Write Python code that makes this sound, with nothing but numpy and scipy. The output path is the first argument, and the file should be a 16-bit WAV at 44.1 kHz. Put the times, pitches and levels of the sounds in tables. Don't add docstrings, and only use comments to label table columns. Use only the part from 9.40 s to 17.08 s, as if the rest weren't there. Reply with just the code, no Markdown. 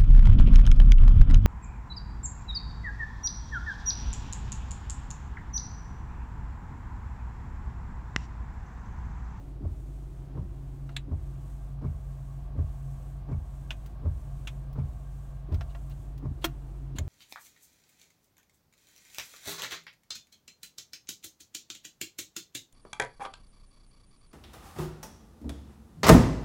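import sys
import numpy as np
from scipy import signal
from scipy.fft import rfft, irfft
from scipy.io import wavfile

SR = 44100
rng = np.random.default_rng(int(sys.argv[2]) if len(sys.argv) > 2 else 0)


def dump(signal):
    limited = np.clip(np.atleast_2d(signal).T, -1, 1)
    pcm = np.round(limited * 32767).astype(np.int16)
    wavfile.write(sys.argv[1], SR, pcm)


N = 338688
TIME = np.arange(N) / SR
CYCLE_S, FIRST_FAR_S, FIRST_HOME_S = 1.469, .252, .9833
WHEEL_BOOM_DB, WHEEL_SLAP_DB, WHEEL_JUDDER_DB = 5.5, 4.5, -5
CRANK_HZ = 12.57

# f/Hz, level/dB
RUBBER_COLOUR = [(200, 3), (450, 7.5), (650, 3.5), (1100, 2), (1600, -11.5), (2300, -17.5), (3200, -28),
                 (6000, -28), (15000, -46.5)]


def wiper_knocks():
    # f/Hz, level/dB, time to fade 60 dB/s
    cabin_modes = [(66.8, -5, 0.43), (79, 7, 0.2), (89.8, 6.5, 0.12), (111, -4, 0.15), (135.3, 1.5, 0.4),
                   (161.7, -3.5, 0.091), (190.2, -11, 0.29), (238.4, -6.5, 0.098), (244.7, -15.5, 0.3),
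                   (241.4, -9.5, 0.056), (286.5, 2.5, 0.034), (344, 5, 0.0073), (402.4, -7.5, 0.091),
                   (611, -11.5, 0.14)]
    # delay/s, length/s, f/Hz, level/dB
    far_judders = [(-.052, 0.038, 283, -42.5), (-.03, .06, 237, -38), (-.008, .028, 589, -51.5)]
    home_judders = [(-.034, 0.043, 289, -38), (-.014, 0.023, 1035, -51), (.028, 0.05, 194, -42)]
    # delay/s, length/s, f/Hz, level/dB
    home_chirp = [(.002, 0.03, 2260, -61)]
    far = np.arange(FIRST_FAR_S, N / SR, CYCLE_S)
    home = np.arange(FIRST_HOME_S, N / SR, CYCLE_S)
    far_force, far_slaps = blade_flips(far, lead_s=(.0362, .0012), push_db=(-39, -35),
                                       contact_ms=(0.34, 0.21), slap_db=(-57, -51), tilt_db=-2)
    home_force, home_slaps = blade_flips(home, lead_s=(.0356, .0096), push_db=(-36, -30),
                                         contact_ms=(0.46, 0.39), slap_db=(-48, -50), tilt_db=-0.5)
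    arms = arm_thuds(far, lead_s=0.01453, db=-6, contact_ms=6.73, rock_s=.046, rock_db=-9)
    arms += arm_thuds(home, lead_s=0.02055, db=-14, contact_ms=6.1, rock_s=.0425, rock_db=-3.5)
    cabin_ring = ring(cabin_modes, np.arange(SR) / SR)
    boom = signal.fftconvolve(arms + far_force + home_force, cabin_ring)[:N]
    drag = blade_drag(far, db=-51.5, rise_s=0.015, fall_s=0.023, tilt_db=-1)
    drag += blade_drag(home, db=-53, rise_s=0.025, fall_s=0.02, tilt_db=1)
    judder = wiper_judder(far, far_judders) + wiper_judder(home, home_judders)
    chirp = wiper_judder(home, home_chirp) * place_at(TIME)
    return boom + far_slaps + home_slaps + drag + judder + chirp


def arm_thuds(turns, lead_s, db, contact_ms, rock_s, rock_db, count=4):
    force = np.zeros(N)
    for s in turns:
        for k in range(count):
            shove = push(db + k * rock_db + WHEEL_BOOM_DB * place_at(s), contact_ms)
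            add(force, s - lead_s + k * rock_s, shove)
    return force


def blade_flips(turns, lead_s, push_db, contact_ms, slap_db, tilt_db):
    force, slaps = np.zeros(N), np.zeros(N)
    soft_landing = 1 - np.exp(-np.arange(SR // 4) / SR / 0.003)
    for s in turns:
        near_db = WHEEL_SLAP_DB * place_at(s)
        for blade in range(2):
            at = s - lead_s[blade]
            add(force, at, push(push_db[blade] + near_db, contact_ms[blade]))
            slap = contact(RUBBER_COLOUR, die_ms=9.8, tail_db=-8, tail_s=0.034, tilt_db=tilt_db)
            add(slaps, at, amp(slap_db[blade] + near_db) * soft_landing * slap)
    return force, slaps


def push(db, contact_ms):
    u = 1000 * np.arange(SR // 8) / SR / contact_ms
    shape = u * np.exp(-u)
    return amp(db) * shape / shape.sum()


def blade_drag(turns, db, rise_s, fall_s, tilt_db):
    t = np.arange(-SR // 8, SR // 8) / SR
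    swell = np.exp(np.minimum(t / rise_s, -t / fall_s))
    out = np.zeros(N)
    for s in turns:
        scrub = noise(RUBBER_COLOUR, size=len(t), tilt_db=tilt_db)
        add(out, s + t[0], amp(db + WHEEL_SLAP_DB * place_at(s)) * swell * scrub)
    return out


def wiper_judder(turns, judders, rough=0.73, sag=0.07):
    out = np.zeros(N)
    for s in turns:
        for delay, length, hz, db in judders:
            progress = np.linspace(0, 1, round(length * SR))
            grip = np.interp(progress, np.linspace(0, 1, 8), rng.standard_normal(8))
            pitch = hz * (1 + sag * (.5 - progress))
            angle = 2 * np.pi * np.cumsum(pitch) / SR + 2 * rough * grip
            swell = np.sin(np.pi * progress) * (1 + rough * grip)
            add(out, s + delay, amp(db + WHEEL_JUDDER_DB * place_at(s)) * swell * np.sin(angle))
    return out


def wiper_swish(level_db=-73.5, homeward_db=1.5, wheel_db=3, lead_s=0.05, chatter_db=0.7, patchy_db=0.8):
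    # f/Hz, level/dB
    hiss_colour = [(1500, -3), (3000, -1.5), (4900, -6.5), (6000, 1), (8300, 3.5), (9500, 1), (10400, -7.5),
                   (11500, -2), (15500, -5.5)]
    velocity = np.sin(2 * np.pi * (TIME - FIRST_FAR_S + lead_s) / CYCLE_S)
    db = level_db + homeward_db * (velocity > 0) + wheel_db * place_at(TIME)
    friction = np.tanh(2.78 * abs(velocity) ** 1.32)
    return amp(db + chatter_db * drift(45) + patchy_db * drift(5)) * friction * noise(hiss_colour)


def console_button():
    # t/s, level/dB, fade time/ms, ring level/dB
    presses = [(1.5648, -23.5, 3.7, -16)]
    # f/Hz, level/dB
    colour = [(300, -36), (800, -8), (1400, -9), (1800, -4.5), (2500, -0.5), (3900, 3), (4700, -17),
              (6000, -19), (7300, -8.5), (10500, -23), (15500, -32)]
    # f/Hz, level/dB, time to fade 60 dB/s
    modes = [(2550, -7, 0.072), (2900, -2, 0.053), (3800, 0, 0.072), (4000, -3, 0.038), (7300, -10, 0.072)]
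    return control_clicks(presses, colour, modes, tail_db=-14, tail_s=0.012)


def column_lever():
    # t/s, level/dB, fade time/ms, ring level/dB
    moves = [(4.3055, -32, 2, 0.5), (5.072, -37, 10.2, -0.5)]
    # f/Hz, level/dB
    colour = [(300, -26), (620, -14), (1000, -8), (1500, -8), (2000, -4.5), (2700, -1), (3500, 0),
              (4200, -14), (6300, -10.5), (10000, -22), (15500, -26)]
    # f/Hz, level/dB, time to fade 60 dB/s
    modes = [(645, -15, 0.12), (1497, -7.5, 0.046), (2495, -7.5, 0.094), (2758, 7, 0.02), (2980, -9, 0.037),
             (3460, -1.5, 0.032), (3600, -25, 0.053)]
    return control_clicks(moves, colour, modes, tail_db=-4.5, tail_s=0.012)


def console_switch(latch_s=0.0069, latch_db=-29.5):
    # t/s, level/dB, fade time/ms, ring level/dB
    snaps = [(7.0423, -22.5, 7.4, -10), (7.0439, -27.5, 6.7, -33), (7.048, -28.5, 6.2, -20)]
    releases = [(7.5845, -31, 5.5, -5.5)]
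    # f/Hz, level/dB
    snap_colour = [(150, 4.5), (350, 10), (650, -2), (1400, 6), (2200, -0.5), (3200, 2), (4800, -10),
                   (5700, -4), (7100, -7.5), (10500, -15), (13000, -4.5), (15500, -12)]
    release_colour = [(400, -21), (1000, 2), (1750, -1), (3100, 0.5), (4200, -2), (4900, -12), (7000, 5),
                      (8500, -14), (11000, -13), (15000, -13)]
    # f/Hz, level/dB, time to fade 60 dB/s
    snap_modes = [(248, -7, 0.27), (326.6, 7.5, 0.14), (735, -2, .04), (1067, 4.5, .05), (1395, 6.5, 0.058),
                  (1700, -10, 0.084), (1880, -3, 0.063), (2185, 0, 0.065), (2770, -3.5, 0.09),
                  (3260, 11, 0.044), (4210, -4, 0.072)]
    release_modes = [(1725, -1, 0.034), (2160, -7, 0.061), (4150, -10, 0.049), (6950, 3, 0.029)]
    out = control_clicks(snaps, snap_colour, snap_modes, tail_db=-18.5, tail_s=0.026)
    out += control_clicks(releases, release_colour, release_modes, tail_db=-17, tail_s=0.016)
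    add(out, snaps[0][0] + latch_s, tick(latch_db, tilt_db=10.5, die_ms=5.7))
    return out


def control_clicks(rows, colour, modes, tail_db, tail_s):
    t = np.arange(SR // 4) / SR
    onset = 1 - np.exp(-t / 0.001)
    out = np.zeros(N)
    for s, db, die_ms, ring_db in rows:
        click = contact(colour, die_ms, tail_db, tail_s) + amp(ring_db) * ring(modes, t)
        add(out, s, amp(db) * click * onset)
    return out


def ticks_and_rushes():
    # t/s, level/dB, treble tilt/(dB per octave)
    taps = [(1.4922, -48.5, -2.5), (4.4604, -52.5, 9), (5.3299, -56, 11.5), (6.1215, -56, 3),
            (6.143, -49, 5), (6.2093, -42, -1), (6.349, -45.5, -3), (6.4967, -57.5, 9), (6.7782, -57, 8)]
    # t/s, length/s, level/dB
    rushes = [(1.506, 0.036, -70), (6.286, .045, -64.5), (6.5, 0.036, -62), (7.011, 0.047, -54),
              (7.553, 0.035, -53)]
    # f/Hz, level/dB
    rush_colour = [(500, -4), (2000, -8), (3000, -6), (4200, -4), (5200, -19), (7000, -13.5), (15000, -23)]
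    squeak = band(hz=2850, width_hz=200, db=-7)
    out = np.zeros(N)
    for s, db, tilt in taps:
        add(out, s, tick(db, tilt))
    for start, length, db in rushes:
        swell = np.sin(np.linspace(0, np.pi, round(length * SR)))
        rush = noise(rush_colour, size=len(swell)) + squeak[round(start * SR):][:len(swell)]
        add(out, start, amp(db) * swell * rush)
    return out


def tick(db, tilt_db, die_ms=9.6, ring_db=-6, ring_loss=0.5):
    # f/Hz, level/dB
    colour = [(250, -7), (700, 3), (1600, 2.5), (3000, -2.5), (5700, -10), (7500, -19), (10500, -25.5),
              (15500, -21.5)]
    # f/Hz, level/dB, time to fade 60 dB/s
    trim_modes = [(687, 2, 0.15), (1377, -3.5, 0.1), (1926, -5, 0.06), (2780, -6, 0.065)]
    crack = contact(colour, die_ms, tail_db=-2, tail_s=0.0082, tilt_db=tilt_db)
    trim = ring(trim_modes, np.arange(len(crack)) / SR)
    return amp(db) * (crack + amp(ring_db - ring_loss * tilt_db) * trim)


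def contact(colour, die_ms, tail_db, tail_s, tilt_db=0, padding_db=-2):
    t = np.arange(SR // 4) / SR
    near = noise(colour, size=len(t), tilt_db=tilt_db) * np.exp(-1000 * t / die_ms)
    tail = noise(colour, size=len(t), tilt_db=tilt_db + padding_db) * np.exp(-t / tail_s)
    return near + amp(tail_db) * tail


def engine(fan_hz=136.8, pump_hz=124.7):
    # multiple of the turning speed, level/dB
    engine_tones = [(2, -64), (2.5, -68), (3, -68), (3.5, -63), (4, -40), (5, -69), (6, -58), (7, -65),
                    (8, -56), (9, -61.5), (15, -73), (16, -69), (22, -75.5)]
    # t/s, level/dB
    fan_levels = [(0.0, -50.5), (0.41, -47.5), (3.36, -41.5), (4.47, -49.5), (4.9, -43.5), (6.69, -46),
                  (7.68, -45)]
    speed = CRANK_HZ * (1 + 0.00408 * drift(1.25))
    idle = sum(tone(k * speed, db, waver=.06) for k, db in engine_tones)
    fan = tone(fan_hz, curve(fan_levels, TIME), waver=0.26)
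    pump = tone(pump_hz, db=-56, waver=.1)
    return idle + fan + pump


def cabin_air():
    # f/Hz, level/dB
    console_colour = [(18, 7.5), (32, 3.5), (55, 5), (85, -26), (140, 3), (210, -19.5), (330, -9),
                      (460, -21), (700, -20.5), (1200, -28.5), (1900, -36), (4000, -42.5), (7000, -48),
                      (15000, -53)]
    wheel_colour = [(18, -11), (32, 6.5), (55, 2.5), (85, 0), (140, -1.5), (210, -12), (330, -16.5),
                    (470, -23.5), (680, -18.5), (1150, -27), (1900, -36), (4000, -42), (7000, -49.5),
                    (15000, -51.5)]
    # f/Hz, width/Hz, level/dB
    hollows = [(270, 28.5, -61), (344.4, 55, -63)]
    # f/Hz, width/Hz, level/dB
    whines = [(509, 20.7, -74), (637, 77, -68.5), (704, 26, -67), (1095, 62, -70), (1170, 35, -73.5),
              (1592, 73, -76)]
    place = place_at(TIME)
    console = amp(-45.5) * noise(console_colour) + sum(band(*row) for row in hollows)
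    wheel = amp(-46.5) * noise(wheel_colour)
    firing = np.sin(2 * np.pi * 4 * CRANK_HZ * TIME)
    whine = sum(band(*row) for row in whines) * (1 + 0.4 * firing)
    air = console * np.sqrt(1 - place) + wheel * np.sqrt(place)
    return air * amp(0.6 * drift(3.4)) + whine * (0.18 + 0.61 * place)


def place_at(s):
    # t/s, place from 0 to 1
    path = [(0, 0.01), (1.65, 0.15), (2.15, 0.89), (6.5, 0.98), (6.85, 0.19), (7.68, 0.024)]
    return curve(path, s)


def tone(hz, db, waver):
    angle = 2 * np.pi * np.cumsum(hz * np.ones(N)) / SR
    hum = (1 + waver * drift(6.3)) * np.sin(angle)
    wobble = waver * drift(1.9) * np.cos(angle)
    return np.sqrt(2) * amp(db) * (hum + wobble)


def band(hz, width_hz, db):
    angle = 2 * np.pi * hz * TIME
    return amp(db) * (drift(width_hz / 2) * np.sin(angle) + drift(width_hz / 2) * np.cos(angle))


def ring(modes, t):
    return sum((-1) ** k * amp(db) * np.exp(-np.log(1000) * t / t60) * np.sin(2 * np.pi * hz * t)
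               for k, (hz, db, t60) in enumerate(modes))


def noise(colour, size=N, tilt_db=0):
    octave = np.log2(np.fft.rfftfreq(size, 1 / SR) + 1)
    hz, db = np.transpose(colour)
    gain = amp(np.interp(octave, np.log2(hz), db) + tilt_db * octave)
    return unit(irfft(gain * np.exp(2j * np.pi * rng.random(len(gain))), size))


def drift(rate):
    hz = np.fft.rfftfreq(N, 1 / SR)
    return unit(irfft(rfft(rng.standard_normal(N)) / (1 + (hz / rate) ** 4), N))


def curve(rows, s):
    return np.interp(s, *np.transpose(rows))


def add(mix, s, sound):
    part = mix[max(round(s * SR), 0):][:len(sound)]
    part += sound[:len(part)]


def amp(db):
    return 10 ** (np.asarray(db) / 20)


def unit(x):
    return x / np.sqrt(np.mean(x ** 2) + 1e-20)


def scene():
    controls = console_button() + column_lever()
    background = engine() + cabin_air()
    wipers = wiper_knocks() + wiper_swish()
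    return (wipers + controls + console_switch() + ticks_and_rushes() + background)[None]


def record(dry):
    bass_cut = signal.butter(4, 23, "highpass", fs=SR, output="sos")
    treble_cut = signal.firwin(511, 16000, window=("kaiser", 9), fs=SR)
    return signal.oaconvolve(signal.sosfilt(bass_cut, dry), treble_cut[None], "same")


dry = scene()
out = record(dry)
dump(out)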